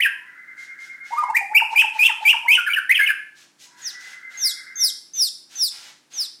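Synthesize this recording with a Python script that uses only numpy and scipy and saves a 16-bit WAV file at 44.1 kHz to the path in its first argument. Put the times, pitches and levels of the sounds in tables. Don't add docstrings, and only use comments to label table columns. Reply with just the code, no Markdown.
import sys
import numpy as np
from scipy import signal
from scipy.fft import rfft, irfft
from scipy.io import wavfile
from scipy.ndimage import uniform_filter1d, minimum_filter1d

SR = 44100
rng = np.random.default_rng(int(sys.argv[2]) if len(sys.argv) > 2 else 0)


def dump_mix(stems):
    frames = np.atleast_2d(stems).T
    limited = np.clip(frames, -1, 1)
    pcm = np.round(limited * 32767).astype(np.int16)
    wavfile.write(sys.argv[1], SR, pcm)


N = 282240
T = np.arange(N) / SR


def from_db(db):
    return 10 ** (np.asarray(db) / 20)


def along(rows, at):
    first, *columns = np.transpose(rows)
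    return [np.interp(at, np.sort(first), column) for column in columns]


def at_hz(points, hz):
    points_hz, values = np.transpose(points)
    return np.interp(np.log(hz + 1), np.log(points_hz), values)


def span(start, end):
    return np.arange(max(int(start * SR), 0), min(int(end * SR), N))


def progress(i, start, length):
    return np.clip((T[i] - start) / length, 0, 1)


def noise(colour):
    hz = np.arange(N // 2 + 1) * SR / N
    x = irfft(rfft(rng.standard_normal(N)) * from_db(at_hz(colour, hz)), N)
    return x / x.std()


def flutter(rate_hz):
    x = signal.sosfilt(signal.butter(2, rate_hz, fs=SR, output="sos"), rng.standard_normal(N))
    return x / x.std()


def phase_of(hz):
    return 2 * np.pi * np.cumsum(hz) / SR


def fade(i, edge_s):
    return np.clip(np.minimum(i - i[0], i[-1] - i) / (edge_s * SR), 0, 1)


# (frequency [Hz], level re the fundamental [dB])
THROAT_EQ = [(1500, -32.5), (2500, -15), (3800, -35.5), (5000, -27.5), (6300, -32.5), (8000, -32),
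             (9500, -25.5), (11000, -29.5), (14000, -22.5), (16000, -39.5)]
# (sung pitch [Hz], overtone gain [dB])
BEAK_BRIGHTNESS = [(900, -14), (1600, -4.5), (2280, 0), (2800, -1.5)]


def syrinx(notes, hiss_colour, overtone_db, jitter, shimmer_db, hiss_db, harmonics):
    out, shake, throb, hiss = np.zeros(N), flutter(310), flutter(87), noise(hiss_colour)
    for i, hz, level_db, rasp in notes:
        phase = phase_of(hz * (1 + jitter * rasp * shake[i]))
        voice = np.sin(phase) + from_db(hiss_db) * rasp * hiss[i]
        beak_db = overtone_db + at_hz(BEAK_BRIGHTNESS, hz)
        for k in range(2, harmonics + 1):
            gain = from_db(at_hz(THROAT_EQ, k * hz) + beak_db)
            voice += gain * np.sin(k * phase) * (k * hz < SR / 2)
        out[i] += from_db(level_db + shimmer_db * rasp * throb[i]) * voice * fade(i, 0.0041)
    return out


# (frequency [Hz], level [dB])
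WARBLE_SIZZLE = [(1000, -42), (3000, 6.5), (8000, -28), (9300, 7.5), (12000, -2.5), (16000, -5)]
# (time [s], length [s], first pitch [Hz], last pitch [Hz], bend [exponent], level [dB])
WARBLE_SLURS = [(0, 0.017, 1722, 2580, 1.26, -13), (0.016, 0.039, 3240, 2190, .9, -13.5),
                (0.044, .033, 1898, 1489, 1.14, -11.5), (2.663, 0.035, 1766, 1313, 1.1, -17.5),
                (2.69, 0.043, 2010, 2390, 0.37, -18.5), (2.731, 0.023, 3320, 2520, 0.56, -15),
                (2.76, 0.035, 1907, 1453, 0.77, -15), (2.892, .038, 1820, 2662, 1.68, -7),
                (2.944, .042, 3190, 2203, 1.33, -13), (2.988, 0.03, 1712, 1643, 0.85, -10.5),
                (3.007, 0.05, 1792, 2190, 0.24, -15.5), (3.06, 0.033, 3054, 2237, 1.04, -14.5),
                (3.09, 0.031, 1770, 1562, 0.75, -12)]


def warbles(wobble_hz=47.56, wobble_depth=0.033, edge_db=-5.5, rasp=0.11):
    notes = []
    for start, length, first_hz, last_hz, bend, peak_db in WARBLE_SLURS:
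        i = span(start, start + length)
        share = progress(i, start, length)
        glide_hz = first_hz + (last_hz - first_hz) * share ** bend
        wobble = 1 - wobble_depth * np.cos(2 * np.pi * wobble_hz * (T[i] - start))
        notes.append((i, glide_hz * wobble, peak_db + edge_db * (2 * share - 1) ** 2, rasp))
    return syrinx(notes, WARBLE_SIZZLE, overtone_db=-1.5, jitter=0.19, shimmer_db=18,
                  hiss_db=-6.5, harmonics=8)


# (frequency [Hz], level [dB])
BURR_EQ = [(1000, -36), (1250, -17), (1450, -4), (1650, 0), (1800, -9), (2000, -1.5), (2300, -20),
           (3000, -42)]
# (time [s], first pitch [Hz], settled pitch [Hz], first level [dB],
# settled level [dB], last note level [dB], lead-in level [dB])
TWITTER_BOUTS = [(.275, 1979, 2133, -45, -34.5, -45.5, -55.5), (3.825, 1874, 2086, -45, -37.5, -53, -59)]


def twitter(count=11, note_s=0.078, pace_s=0.095, slowing_s=0.0012, settle_notes=1.8, jitter=0.012,
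            lead_s=0.17, lead_hz=987, lead_jitter=0.05, throb_db=2, burr_db=-48.5, burr_hold_s=1.013):
    out, shake, throb, burr = np.zeros(N), flutter(130), flutter(45), noise(BURR_EQ)
    for start, first_hz, settled_hz, first_db, settled_db, last_db, lead_db in TWITTER_BOUTS:
        notes = [(start - lead_s, lead_s, lead_hz, lead_db, lead_jitter)]
        for k in range(count):
            unsettled = np.exp(-k / settle_notes)
            hz = settled_hz + (first_hz - settled_hz) * unsettled
            level_db = last_db if k == count - 1 else settled_db + (first_db - settled_db) * unsettled
            notes.append((start + pace_s * k + slowing_s * k ** 2, note_s, hz, level_db, jitter))
        for onset, length, hz, level_db, unsteady in notes:
            i = span(onset, onset + length)
            tone = np.sin(phase_of(hz * (1 + unsteady * shake[i])))
            out[i] += from_db(level_db + throb_db * throb[i]) * tone * fade(i, 0.012)
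        drop_db = 133 * np.maximum(start - T, 0) + 147 * np.maximum(T - start - burr_hold_s, 0)
        out += from_db(burr_db - drop_db) * burr
    return out


# (frequency [Hz], level [dB])
RUSTLE_TOP_EQ = [(1000, -18.5), (2500, -4.5), (3700, -2), (6300, -2), (10000, -13), (16000, -26.5)]
RUSTLE_BODY_EQ = [(300, -29), (550, -11), (750, -4), (1100, -6.5), (1500, -1.5), (2500, -1), (4000, -2.5),
                  (8000, -30)]
# (time [s], length [s], level [dB], body re the top [dB])
RUSTLE_CUES = [(0.562, 0.11, -49.5, -20), (0.776, 0.12, -49.5, -13), (1.032, 0.21, -49.5, -6.5),
               (1.696, 0.057, -42, -7), (1.923, 0.18, -46.5, 2), (2.2, 0.081, -47, 3.5),
               (3.345, 0.11, -50.5, -7.5), (3.581, 0.093, -44.5, -21), (3.76, 0.2, -47.5, -8.5),
               (3.98, 0.18, -46.5, -5), (4.289, 0.16, -49.5, -2), (5.132, 0.11, -44.5, -10.5),
               (5.488, 0.14, -45.5, -6), (5.693, 0.23, -46, -3), (6.098, 0.15, -45, -5)]


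def rustles(edge_s=0.03):
    out, top, body = np.zeros(N), noise(RUSTLE_TOP_EQ), noise(RUSTLE_BODY_EQ)
    for start, length, level_db, body_db in RUSTLE_CUES:
        i = span(start, start + length)
        out[i] += from_db(level_db) * (top[i] + from_db(body_db) * body[i]) * fade(i, edge_s)
    return out


# (frequency [Hz], level [dB])
RASP_EQ = [(1500, -22.5), (3300, -5.5), (8200, 7), (10500, -7.5), (15000, -8)]
# (middle time [s], length [s], middle pitch [Hz], level [dB], scoop [share of pitch])
CHUCKLE_NOTES = [(1.137, 0.065, 948.6, -19, 0.24), (1.189, .054, 1217, -13.5, .12),
                 (1.239, 0.035, 996, -11.5, 0.24), (1.305, 0.049, 899, -12.5, 0.19),
                 (1.425, 0.051, 794, -24, -0.082), (1.523, .055, 868.4, -20, 0.15),
                 (1.626, 0.034, 902.5, -13, -0.13), (1.737, 0.049, 903.7, -17, 0.19),
                 (1.847, 0.03, 886, -18.5, -0.19), (1.965, .05, 890, -22, 0.06),
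                 (2.104, 0.046, 900, -20, -0.41), (2.231, 0.052, 873, -23.5, 0.3),
                 (2.351, .046, 902.7, -18.5, -0.39), (2.461, 0.038, 943, -19.5, 0.27),
                 (2.591, .04, 1435, -11.5, -.15)]


def chuckles(sag=0.056, edge_db=-21, taper=1.01, rasp=0.22):
    notes = []
    for middle, length, middle_hz, peak_db, scoop in CHUCKLE_NOTES:
        i = span(middle - length / 2, middle + length / 2)
        side = 2 * progress(i, middle - length / 2, length) - 1
        hz = middle_hz * (1 - np.where(side < 0, scoop, sag) * side ** 2)
        notes.append((i, hz, peak_db + edge_db * np.abs(side) ** taper, rasp))
    return syrinx(notes, RASP_EQ, overtone_db=0.5, jitter=0.07, shimmer_db=10.5,
                  hiss_db=-27, harmonics=10)


# (time [s], climb [s], first pitch [Hz], top pitch [Hz], bend [exponent],
# onset flick [0-1], level [dB], rasp at the top [0-1], dive [s], landing pitch [Hz])
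WHOOP_NOTES = [(1.35, 0.022, 1793, 2465, 1.09, 0.05, -8.5, 0.58, 0.024, 1700),
               (1.551, 0.032, 2150, 2894, 1.3, 0.95, -3, 0, 0.029, 1050),
               (1.762, .05, 2220, 2700, .85, 1, -5.5, .4, 0.019, 1000),
               (1.994, 0.077, 2284, 2747, 0.64, 0.6, -6.5, 0.5, 0.05, 1050),
               (2.255, .055, 2275, 2970, 1.8, 0.4, -6.5, .4, 0.033, 1072),
               (2.484, .056, 2100, 2727, 0.88, 0, -6, 0.26, 0.045, 1450)]


def whoops(leap_s=0.02, low_hz=1050, attack_s=0.0066, release_s=0.013,
           flick_hz=234, flick_s=0.004, first_rasp=0.12):
    notes = []
    for row in WHOOP_NOTES:
        start, climb_s, first_hz, top_hz, bend, flick, peak_db, top_rasp, dive_s, landing_hz = row
        i = span(start - leap_s, start + climb_s + dive_s)
        t = T[i] - start
        leap = np.sin(np.pi / 2 * progress(i, start - leap_s, leap_s))
        climb = progress(i, start, climb_s)
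        dive = progress(i, start + climb_s, dive_s)
        hz = low_hz + (first_hz - low_hz) * leap
        hz += (top_hz - first_hz) * climb ** bend + (landing_hz - top_hz) * dive
        hz += flick * flick_hz * np.exp(-(t / flick_s) ** 2)
        knees_s = [-leap_s, -attack_s, 0, 0.738 * climb_s, climb_s, climb_s + release_s, climb_s + dive_s]
        swell_db = np.interp(t, knees_s, [-37, -27.5, -5, 0, -4, -23.5, -29])
        rasp = first_rasp + (top_rasp - first_rasp) * climb ** 0.85
        notes.append((i, hz, peak_db + swell_db, rasp))
    return syrinx(notes, RASP_EQ, overtone_db=0.25, jitter=0.05, shimmer_db=8,
                  hiss_db=-19.5, harmonics=8)


# (time from its peak [s], pitch [ratio], level [dB], rasp [0-1])
UPPER_ENVELOPE = [(-.04, 1, -8.5, 0.26), (-.013, 1.15, -11, 0.36), (0, 1, 2, .25), (0.02, 1, -38.5, 0.9)]
# (peak time [s], pitch [Hz], level [dB])
UPPER_NOTES = [(1.816, 2855, -10.5), (2.07, 2983, -12), (2.311, 2833, -12.5), (2.555, 2850, -9.5)]


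def upper_voice():
    notes = []
    for peak_s, hz, note_db in UPPER_NOTES:
        i = span(peak_s + UPPER_ENVELOPE[0][0], peak_s + UPPER_ENVELOPE[-1][0])
        ratio, swell_db, rasp = along(UPPER_ENVELOPE, T[i] - peak_s)
        notes.append((i, hz * ratio, note_db + swell_db, rasp))
    return syrinx(notes, RASP_EQ, overtone_db=8.5, jitter=0.12, shimmer_db=6, hiss_db=-22, harmonics=3)


# (position [0-1], level [dB], overtones [dB], lower voice [dB], warble depth [share of pitch])
WHISTLE_ENVELOPE = [(0, -20.5, -26, -57, 0), (.2, -18, -13, -31.5, 0), (.42, -4.5, -13, -26, 0),
                    (.6, -2, -2.5, -42.5, 0.024), (.76, -11, 1.5, -40.5, 0.043), (1, -20, 4.5, -48, 0.051)]
# (time [s], length [s], top pitch [Hz], end pitch [Hz], bend [exponent], level [dB], brightness [dB])
WHISTLE_NOTES = [(3.818, 0.096, 6820, 3440, 1.54, -20.5, -15.5), (4.373, 0.15, 6734, 3300, 1.25, -11.5, -7),
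                 (4.756, 0.15, 6495, 3344, 1.69, -9.5, -6.5), (5.135, .154, 6390, 3407, 1.58, -10.5, -8),
                 (5.554, 0.14, 6300, 3438, 1.5, -11.5, -7.5), (6.135, .13, 6530, 3384, 1.39, -16, -11)]


def whistles(warble_hz=68, jitter=0.0092, rough=0.35, lower_hz=3480, lower_rise_hz=380, waver=0.016):
    out, shake, sway, grit = np.zeros(N), flutter(970), flutter(70.7), flutter(1300)
    for start, length, top_hz, end_hz, bend, note_db, bright_db in WHISTLE_NOTES:
        i = span(start, start + length)
        share = progress(i, start, length)
        swell_db, overtone_db, lower_db, depth = along(WHISTLE_ENVELOPE, share)
        hz = top_hz - (top_hz - end_hz) * share ** bend
        hz *= 1 - 0.046 * np.exp(-share / 0.036)
        force = np.clip(from_db(bright_db + 9), 0, 1) ** 2
        warble = force * depth * np.sin(phase_of(warble_hz * (1 + 0.465 * sway[i])))
        phase = phase_of(hz * (1 + warble + jitter * shake[i] + 0.0077 * sway[i]))
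        overtones = (np.sin(2 * phase) + from_db(-5) * np.sin(3 * phase)) * (1 + rough * grit[i])
        voice = from_db(swell_db) * (np.sin(phase) + from_db(bright_db + overtone_db) * overtones)
        lower_phase = phase_of((lower_hz + lower_rise_hz * share) * (1 + waver * shake[i]))
        lower = from_db(lower_db) * (np.sin(lower_phase) + from_db(-4) * np.sin(2 * lower_phase))
        out[i] += from_db(note_db) * (voice + lower) * fade(i, 0.0014)
    return out


# (delay [s], level [dB])
REFLECTIONS = [(.0052, -25), (.0093, -18), (.0147, -16.5)]
# (band centre [Hz], time to fall 60 dB [s], level [dB])
REVERB_BANDS = [(302, 0.91, -17.5), (900, 0.31, -2), (1723, 0.5, -5.5), (2700, 0.44, -7.5),
                (5200, 0.47, -7.5), (8600, 0.45, -7.5), (16930, 0.033, -5)]


def reverb(x, build_s=0.0098):
    t, hz = T[:SR], np.arange(SR // 2 + 1)
    white = rfft(rng.standard_normal(SR))
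    response = np.zeros(SR)
    for centre_hz, t60, level_db in REVERB_BANDS:
        crossover = at_hz([(row[0], row[0] == centre_hz) for row in REVERB_BANDS], hz)
        band = irfft(white * crossover, SR)
        decay = from_db(-60 * t / t60) * np.minimum(t / build_s, 1) ** 2
        response += from_db(level_db) * band * decay / np.sqrt(np.sum(decay ** 2))
    for delay, level_db in REFLECTIONS:
        response[int(delay * SR)] += from_db(level_db)
    return signal.fftconvolve(x, response)[:N]


# (frequency [Hz], level [dB])
AIR_EQ = [(80, -29), (140, 2), (300, 2.5), (500, -1.5), (1000, -1.5), (6000, -8), (10000, -12),
          (16000, -25.5)]
# (frequency [Hz], rms level [dB])
HUM_TONES = [(140.0, -81.5), (247.6, -78), (296.1, -77), (344.5, -76.5)]


def room_tone(air_db=-64.5):
    hum = sum(from_db(db) * np.sqrt(2) * np.sin(2 * np.pi * hz * T) for hz, db in HUM_TONES)
    return from_db(air_db) * noise(AIR_EQ) + hum


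def scene():
    song = chuckles() + whoops() + upper_voice() + warbles()
    high, soft, puffs = whistles(), twitter(), rustles()
    direct = song + high + soft + from_db(-4.5) * puffs
    send = song + from_db(-1.5) * high + soft + from_db(3.5) * puffs
    return (direct + reverb(send) + room_tone())[None]


def record(dry, ceiling_db=-3.3, release_db_per_s=250, cutoff_hz=16000):
    over_db = np.maximum(20 * np.log10(np.abs(dry[0]) + 1e-9) - ceiling_db, 0)
    held_db = np.maximum.accumulate(over_db + release_db_per_s * T) - release_db_per_s * T
    gain_db = uniform_filter1d(minimum_filter1d(-held_db, size=89), size=89)
    low_pass = signal.ellip(12, 0.1, 90, cutoff_hz, fs=SR, output="sos")
    return signal.sosfilt(low_pass, dry * from_db(gain_db))


dry = scene()
out = record(dry)
dump_mix(out)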